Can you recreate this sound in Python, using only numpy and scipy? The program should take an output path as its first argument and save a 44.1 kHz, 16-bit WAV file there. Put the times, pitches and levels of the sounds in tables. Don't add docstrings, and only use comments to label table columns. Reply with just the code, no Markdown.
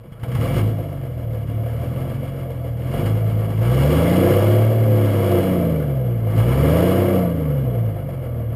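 import sys
import numpy as np
from scipy import signal
from scipy.fft import rfft, irfft, next_fast_len
from scipy.io import wavfile
from scipy.ndimage import uniform_filter1d

SR = 44100
rng = np.random.default_rng(int(sys.argv[2]) if len(sys.argv) > 2 else 0)


def generate_wav(sig):
    pcm = np.round(np.clip(np.atleast_2d(sig).T, -1, 1) * 32767).astype(np.int16)
    wavfile.write(sys.argv[1], SR, pcm)


N = 377055

# time in seconds, firing rate in Hz.
FIRING_RATE = [(.3, 28.99), (.6, 53.5), (.72, 54.47), (1.2, 39.27), (1.45, 35.74), (1.75, 38.7),
               (2.1, 45.05), (2.3, 45.54), (2.75, 39.1), (2.85, 40.9), (3.08, 54), (3.25, 54.82),
               (3.57, 53.08), (3.8, 67.8), (4.1, 87.97), (4.4, 102.7), (4.7, 112.3), (4.82, 112.3),
               (5.3, 98.04), (5.5, 93.1), (6.05, 61.6), (6.33, 52.64), (6.45, 58.98), (6.8, 86.4),
               (7.0, 97.26), (7.11, 97), (7.4, 79), (7.7, 61.54), (8.1, 45.64), (8.4, 38.17), (8.55, 37.5)]
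# time in seconds, level of the rasp in dB before its treble shelf.
BURN_LEVEL = [(0, -59.5), (.1, -59.5), (.22, -51.5), (.24, -53.5), (.36, -41), (.57, -33.5), (.74, -45.5),
              (1.17, -50), (1.5, -47.5), (2.02, -43), (2.3, -45.5), (2.76, -48.5), (2.88, -42),
              (3.02, -35.5), (3.21, -42.5), (3.55, -42), (3.68, -34.5), (3.83, -30.5), (4.33, -30),
              (4.55, -33), (4.78, -38), (5.05, -34.5), (5.38, -32), (5.62, -37.5), (5.91, -44), (6.24, -46),
              (6.38, -35), (6.8, -29), (7.17, -34), (7.3, -41), (7.72, -44), (8.05, -47), (8.55, -47.5)]
# start in seconds, thud level in dB, knock level in dB.
FIRST_BURNS = [(.056, -29, -56), (0.12, -19, -47), (0.196, -37, -50), (0.231, -11, -35.5),
               (0.283, -17, -45.5), (0.316, -16, -36.5), (0.349, -10.5, -32), (.411, -25, -33.5)]
# frequency in Hz, gain in dB.
PIPE_RESPONSE = [(30, -21), (60, -22.5), (110, 9), (170, -2), (230, -5), (300, -9), (380, -12.5),
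                 (410, -14), (450, -8), (560, -7.5), (690, -9.5), (760, -23)]
# frequency in Hz, width in Hz, lift in dB.
BODY_RINGS = [(277, 27, 6), (356, 18, 12.5), (471.2, 7.3, 10.5), (510.7, 40, 6.5), (581, 7.8, 1.5),
              (680, 24, 5.5)]
# frequency in Hz, width in Hz, relative gain in dB.
BLOCK_RESONANCES = [(800, 28.4, 2), (979, 113, 0.5), (1156, 67, 0.5), (1314, 47, 1), (1454, 46, -7),
                    (1620, 83, -2.5), (2146, 108, -6), (2300, 30, -1), (2892, 141, -9), (3323, 91, -7),
                    (4054, 47, -18.5), (4315, 460, -17.5), (5590, 210, -26.5)]
# six cylinders in dB; the first row in the pipe, the second in the block.
CYLINDER_STRENGTH = [
    [0, 3, 1, -2, -1, -1],
    [0, 2, 1.5, .5, -1, -2],
]
# relative level in dB
FAST_ORDERS = [-16, 4, 0, -23, -61, -27, -6, -8.5, -7, -10, -59, -31, -21, -7.5, 2.5, -14, -55, -32, 4.5,
               -1, 6.5, -35, -2, -15, -11.5, -12, 4, -12, -1, -0.5, -6, -13, 1, -21, 1, -23, -5, -11, -3.5,
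               -9, -5, -1, -5.5, -16, -0.5, -17, -4, -22]
# relative level in dB, by the order's remainder over six.
IDLE_ORDERS = [8.5, -12, -9, 2, -3.5, 0.5]
# frequency in Hz, rms level in dB before the tone laws.
TONE_RESPONSE = [(36, -54), (55, -44), (70, -36), (80, -33), (90, -38), (100, -31.5), (110, -22.5),
                 (122, -25.5), (140, -28), (160, -32), (185, -32), (200, -41), (220, -39.5), (245, -45.5),
                 (278, -32), (300, -41.5), (340, -37)]
# dB at idle, dB at speed, dB gained per dB of load, dB gained while coasting.
TONE_RULES = [(6.5, -1.5, 0.83, 1.3), (0.5, 4.5, 0.4626, 1.5), (-1.5, 0, 0.38, -0.5)]
# dB at idle, dB gained per dB of load, dB gained at speed, extra dB while cold.
BARK_RULES = [(-40.5, 0.6616, 5.5, 4.5), (-37.5, 0.57, 6.5, 0)]
# start in seconds, end in seconds, first pitch in Hz, last pitch in Hz, level in dB.
STARTER_WHINE = (.15, .225, 1200, 1620, -58)

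FLYWHEEL_S = .08
IDLE_RASP_DB = -48
COAST_HZ_PER_S = 55
CATCH_S, CRANK_DB = .235, -6
COLD_S, COLD_FOR_S = 0.69, 0.14

RUMBLE_HZ, RUMBLE_DB, RUMBLE_PER_LOAD, RUMBLE_FAST_DB = 70.6, -46, 0.43, -6
PANEL_HZ, PANEL_AT_HZ, PANEL_SPAN_HZ, PANEL_DB = 1625, 68, 7, -55

BLOCK_BED_DB = -9
RATTLE_DB = 0.5
SHINE_DB, SHINE_PER_LOAD, SHINE_DB_PER_S = 0.4, 0.16, -0.61

IDLE_FALL_DB = -0.23
ORDER_WAVER_DB = 3
ROAR_IDLE_DB, ROAR_FAST_DB = -1, -12
ROAR_BASS_DB = -5
THUMP_DB = -13
BARK_FLUTTER_DB = 1.36
CROSSING_HZ, CROSSING_WIDTH_HZ, CROSSING_DB = 96, 9.1, 3


def undb(db):
    return 10 ** (np.asarray(db) / 20)


def unit(x):
    return x / np.sqrt(np.mean(x ** 2))


def curves(table):
    s, *columns = np.transpose(table)
    return [np.interp(np.arange(N) / SR, s, c) for c in columns]


def walk(rate):
    knots = rng.standard_normal(int(N / SR * 60) + 2)
    return np.interp(np.arange(N) / SR * rate, np.arange(len(knots)), knots)


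def colour(x, gain_at):
    size = next_fast_len(N)
    f = np.maximum(np.arange(size // 2 + 1) * SR / size, 1.)
    return irfft(rfft(x, size) * gain_at(f), size)[:N]


def steady(x, lo_hz, hi_hz):
    band = colour(x, lambda f: (f > lo_hz) * (f < hi_hz))
    power = uniform_filter1d(uniform_filter1d(band ** 2, 9000), 9000)
    return x / np.sqrt(power)


def revs(hz):
    return np.clip((hz - 48) / 30, 0, 1)


def coasting(hz):
    return np.clip(-np.gradient(hz) * SR / COAST_HZ_PER_S, 0, 1)


def firings(hz, cycles, cylinder_db, scatter_db):
    firing = (cycles - .1).astype(int)
    burn = rng.standard_normal(firing[-1] + 1)
    uneven_db = (1 - revs(hz)) * np.array(cylinder_db)[firing % 6]
    return undb(scatter_db * burn[firing] + uneven_db)


def burst(cycles, length):
    return np.exp(-((cycles - .1) % 1) / length)


def rumble(hz, load):
    deep = colour(rng.standard_normal(N), lambda f: f / (1 + (f / RUMBLE_HZ) ** 6))
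    level_db = RUMBLE_DB + RUMBLE_PER_LOAD * load + RUMBLE_FAST_DB * revs(hz) + 2.8 * walk(6)
    return undb(level_db) * unit(deep)


def starter():
    start, end, from_hz, to_hz, db = STARTER_WHINE
    along = np.clip((np.arange(N) / SR - start) / (end - start), 0, 1)
    hz = (from_hz + (to_hz - from_hz) * along) * (1 + .01 * walk(50))
    swell = np.sqrt(2 * np.abs(np.sin(np.pi * along)))
    return undb(db) * swell * np.sin(2 * np.pi * np.cumsum(hz) / SR)


def panel(hz):
    near = coasting(hz) * np.exp(-((hz - PANEL_AT_HZ) / PANEL_SPAN_HZ) ** 2)
    pitch_hz = PANEL_HZ * (1 + .006 * walk(30))
    tone = np.sin(2 * np.pi * np.cumsum(pitch_hz) / SR)
    return near * undb(PANEL_DB + 2.5 * walk(25)) * tone


def block_bed(hz):
    return undb(BLOCK_BED_DB) * 1000 / (hz + 300) / (1 + (720 / hz) ** 10)


def block(x):
    out = colour(x, block_bed)
    for k, (f, width, db) in enumerate(BLOCK_RESONANCES):
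        struck = x * undb(RATTLE_DB * walk(30))
        ring = signal.lfilter(*signal.iirpeak(f, f / width, fs=SR), struck)
        out = out + (-1) ** k * undb(db) * ring
    return unit(signal.sosfilt(signal.butter(4, 720, "high", fs=SR, output="sos"), out))


def coughs():
    thud, knock, t = np.zeros(N), np.zeros(N), np.arange(4000) / SR
    ring = (1 - np.exp(-t / 0.0011)) * np.exp(-t / 0.0039) * np.sin(2 * np.pi * 115 * t)
    tail = np.exp(-t / 0.019)
    for s, thud_db, knock_db in FIRST_BURNS:
        i = int(s * SR)
        thud[i:i + len(t)] -= undb(thud_db) * ring
        knock[i:i + len(t)] += undb(knock_db) * tail
    rung = block(knock * rng.standard_normal(N))
    return thud + rung * np.sqrt(np.mean(knock ** 2))


def rasp(hz, cycles, shine_db):
    gate = (2.3 + burst(cycles, .15)) * firings(hz, cycles, CYLINDER_STRENGTH[1], 0.9)
    ticks = (rng.random(N) < .003) * undb(1.4 * rng.exponential(size=N)) * 0.62
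    rung = block(gate * rng.standard_normal(N) * (1 + ticks))
    treble = colour(rung, lambda f: 1 / (1 + (2500 / f) ** 6))
    return rung + (undb(shine_db) - 1) * treble


def pipe(hz):
    table = np.array([(10, -70)] + PIPE_RESPONSE + [(1500, -60)])
    lift_db = sum(db / (1 + (2 * (hz - f) / width) ** 2) for f, width, db in BODY_RINGS)
    return undb(np.interp(np.log(hz), np.log(table[:, 0]), table[:, 1]) + lift_db)


def thump(hz, cycles):
    turn = ((cycles + 4.9) / 6).astype(int)
    size = undb(3.8 * rng.standard_normal(turn[-1] + 1))[turn]
    blows = np.diff(turn, prepend=0) * size * (1 - revs(hz))
    soft = signal.sosfilt(signal.butter(6, [420, 740], "band", fs=SR, output="sos"), blows)
    return sum(undb(db) * signal.lfilter(*signal.iirpeak(f, f / width, fs=SR), soft)
               for f, width, db in BODY_RINGS[2:])


def shaft_orders(hz, cycles):
    orders, coarse = 0, hz[::64]
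    at, knots = np.linspace(0, 59, len(coarse)), np.arange(60)
    for k, fast_db in enumerate(FAST_ORDERS, start=2):
        waver, wander = rng.standard_normal((2, 60))
        idle_db = fast_db if k in (6, 12, 18) else IDLE_ORDERS[k % 6] + IDLE_FALL_DB * k + 6
        db = idle_db + (fast_db - idle_db) * revs(coarse) + ORDER_WAVER_DB * np.interp(at, knots, waver)
        gain = np.repeat(pipe(k * coarse / 6) * undb(db), 64)[:N]
        drift = .25 * np.interp(at, knots, np.cumsum(wander)) + 2 * np.pi * rng.random()
        orders = orders + gain * np.sin(2 * np.pi * k * cycles / 6 + np.repeat(drift, 64)[:N])
    return orders


def roar(hz, cycles):
    puffs = (2.8 + burst(cycles, .5)) * firings(hz, cycles, CYLINDER_STRENGTH[0], 0.46)
    return colour(puffs * rng.standard_normal(N),
                  lambda f: pipe(f) * undb(ROAR_BASS_DB / (1 + (f / 300) ** 4)))


def bark_levels(hz, load):
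    t = np.arange(N) / SR
    cold = np.exp(-((t - COLD_S) / COLD_FOR_S) ** 2)
    crank_db = CRANK_DB * (t < CATCH_S)
    low_db, high_db = [crank_db + idle + gain * load + fast * revs(hz) + rich * cold + BARK_FLUTTER_DB * walk(14)
                       for idle, gain, fast, rich in BARK_RULES]
    crossing_db = CROSSING_DB / (1 + (2 * (hz - CROSSING_HZ) / CROSSING_WIDTH_HZ) ** 2)
    return low_db + crossing_db, high_db


def bark(hz, cycles, low_db, high_db):
    roar_db = ROAR_IDLE_DB + (ROAR_FAST_DB - ROAR_IDLE_DB) * revs(hz)
    both = unit(shaft_orders(hz, cycles)) + undb(roar_db) * unit(roar(hz, cycles))
    low = colour(both, lambda f: f < 415)
    high = unit(both - low) + undb(THUMP_DB) * unit(thump(hz, cycles))
    return undb(low_db) * steady(low, 230, 415) + undb(high_db) * steady(high, 415, 750)


def tone_levels(hz, load):
    f, db = np.transpose(TONE_RESPONSE)
    levels = []
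    for k, (idle, fast, gain, shut) in enumerate(TONE_RULES, start=1):
        passed_db = np.interp(np.log(k * hz), np.log(f), db)
        levels.append(passed_db + idle + (fast - idle) * revs(hz) + gain * load + shut * coasting(hz))
    return levels


def boom(cycles, tones_db):
    out = 0
    for k, db in enumerate(tones_db):
        phase = 2 * np.pi * (k + 1) * cycles + 0.07 * walk(7.9) + k
        out = out + np.sqrt(2) * undb(db + walk(16)) * np.sin(phase)
    return out


def scene():
    t = np.arange(N) / SR
    hz = uniform_filter1d(curves(FIRING_RATE)[0], int(FLYWHEEL_S * SR))
    load = curves(BURN_LEVEL)[0] - IDLE_RASP_DB
    cycles = np.cumsum(hz) / SR
    background = rumble(hz, load) + starter() + panel(hz) + coughs()
    shine_db = SHINE_DB + SHINE_PER_LOAD * load + SHINE_DB_PER_S * t
    knocking = undb(IDLE_RASP_DB + load) * rasp(hz, cycles, shine_db)
    barking = bark(hz, cycles, *bark_levels(hz, load))
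    running = np.clip((t - .3) / 0.054, 0, 1)
    booming = running * boom(cycles, tone_levels(hz, load))
    return (background + knocking + barking + booming)[None]


def record(dry):
    driven = np.tanh(1.115 * dry) / 1.04
    soft = signal.sosfilt(signal.butter(10, 5500, fs=SR, output="sos"), driven)
    soft = signal.sosfilt(signal.butter(2, 30, "high", fs=SR, output="sos"), soft)
    slow = signal.resample_poly(soft, 40, 147, axis=1)
    held = signal.resample_poly(np.repeat(slow, 4, axis=1), 147, 160, axis=1)[:, :N]
    return signal.sosfilt(signal.ellip(14, .5, 80, 15310, fs=SR, output="sos"), held)


dry = scene()
out = record(dry)
generate_wav(out)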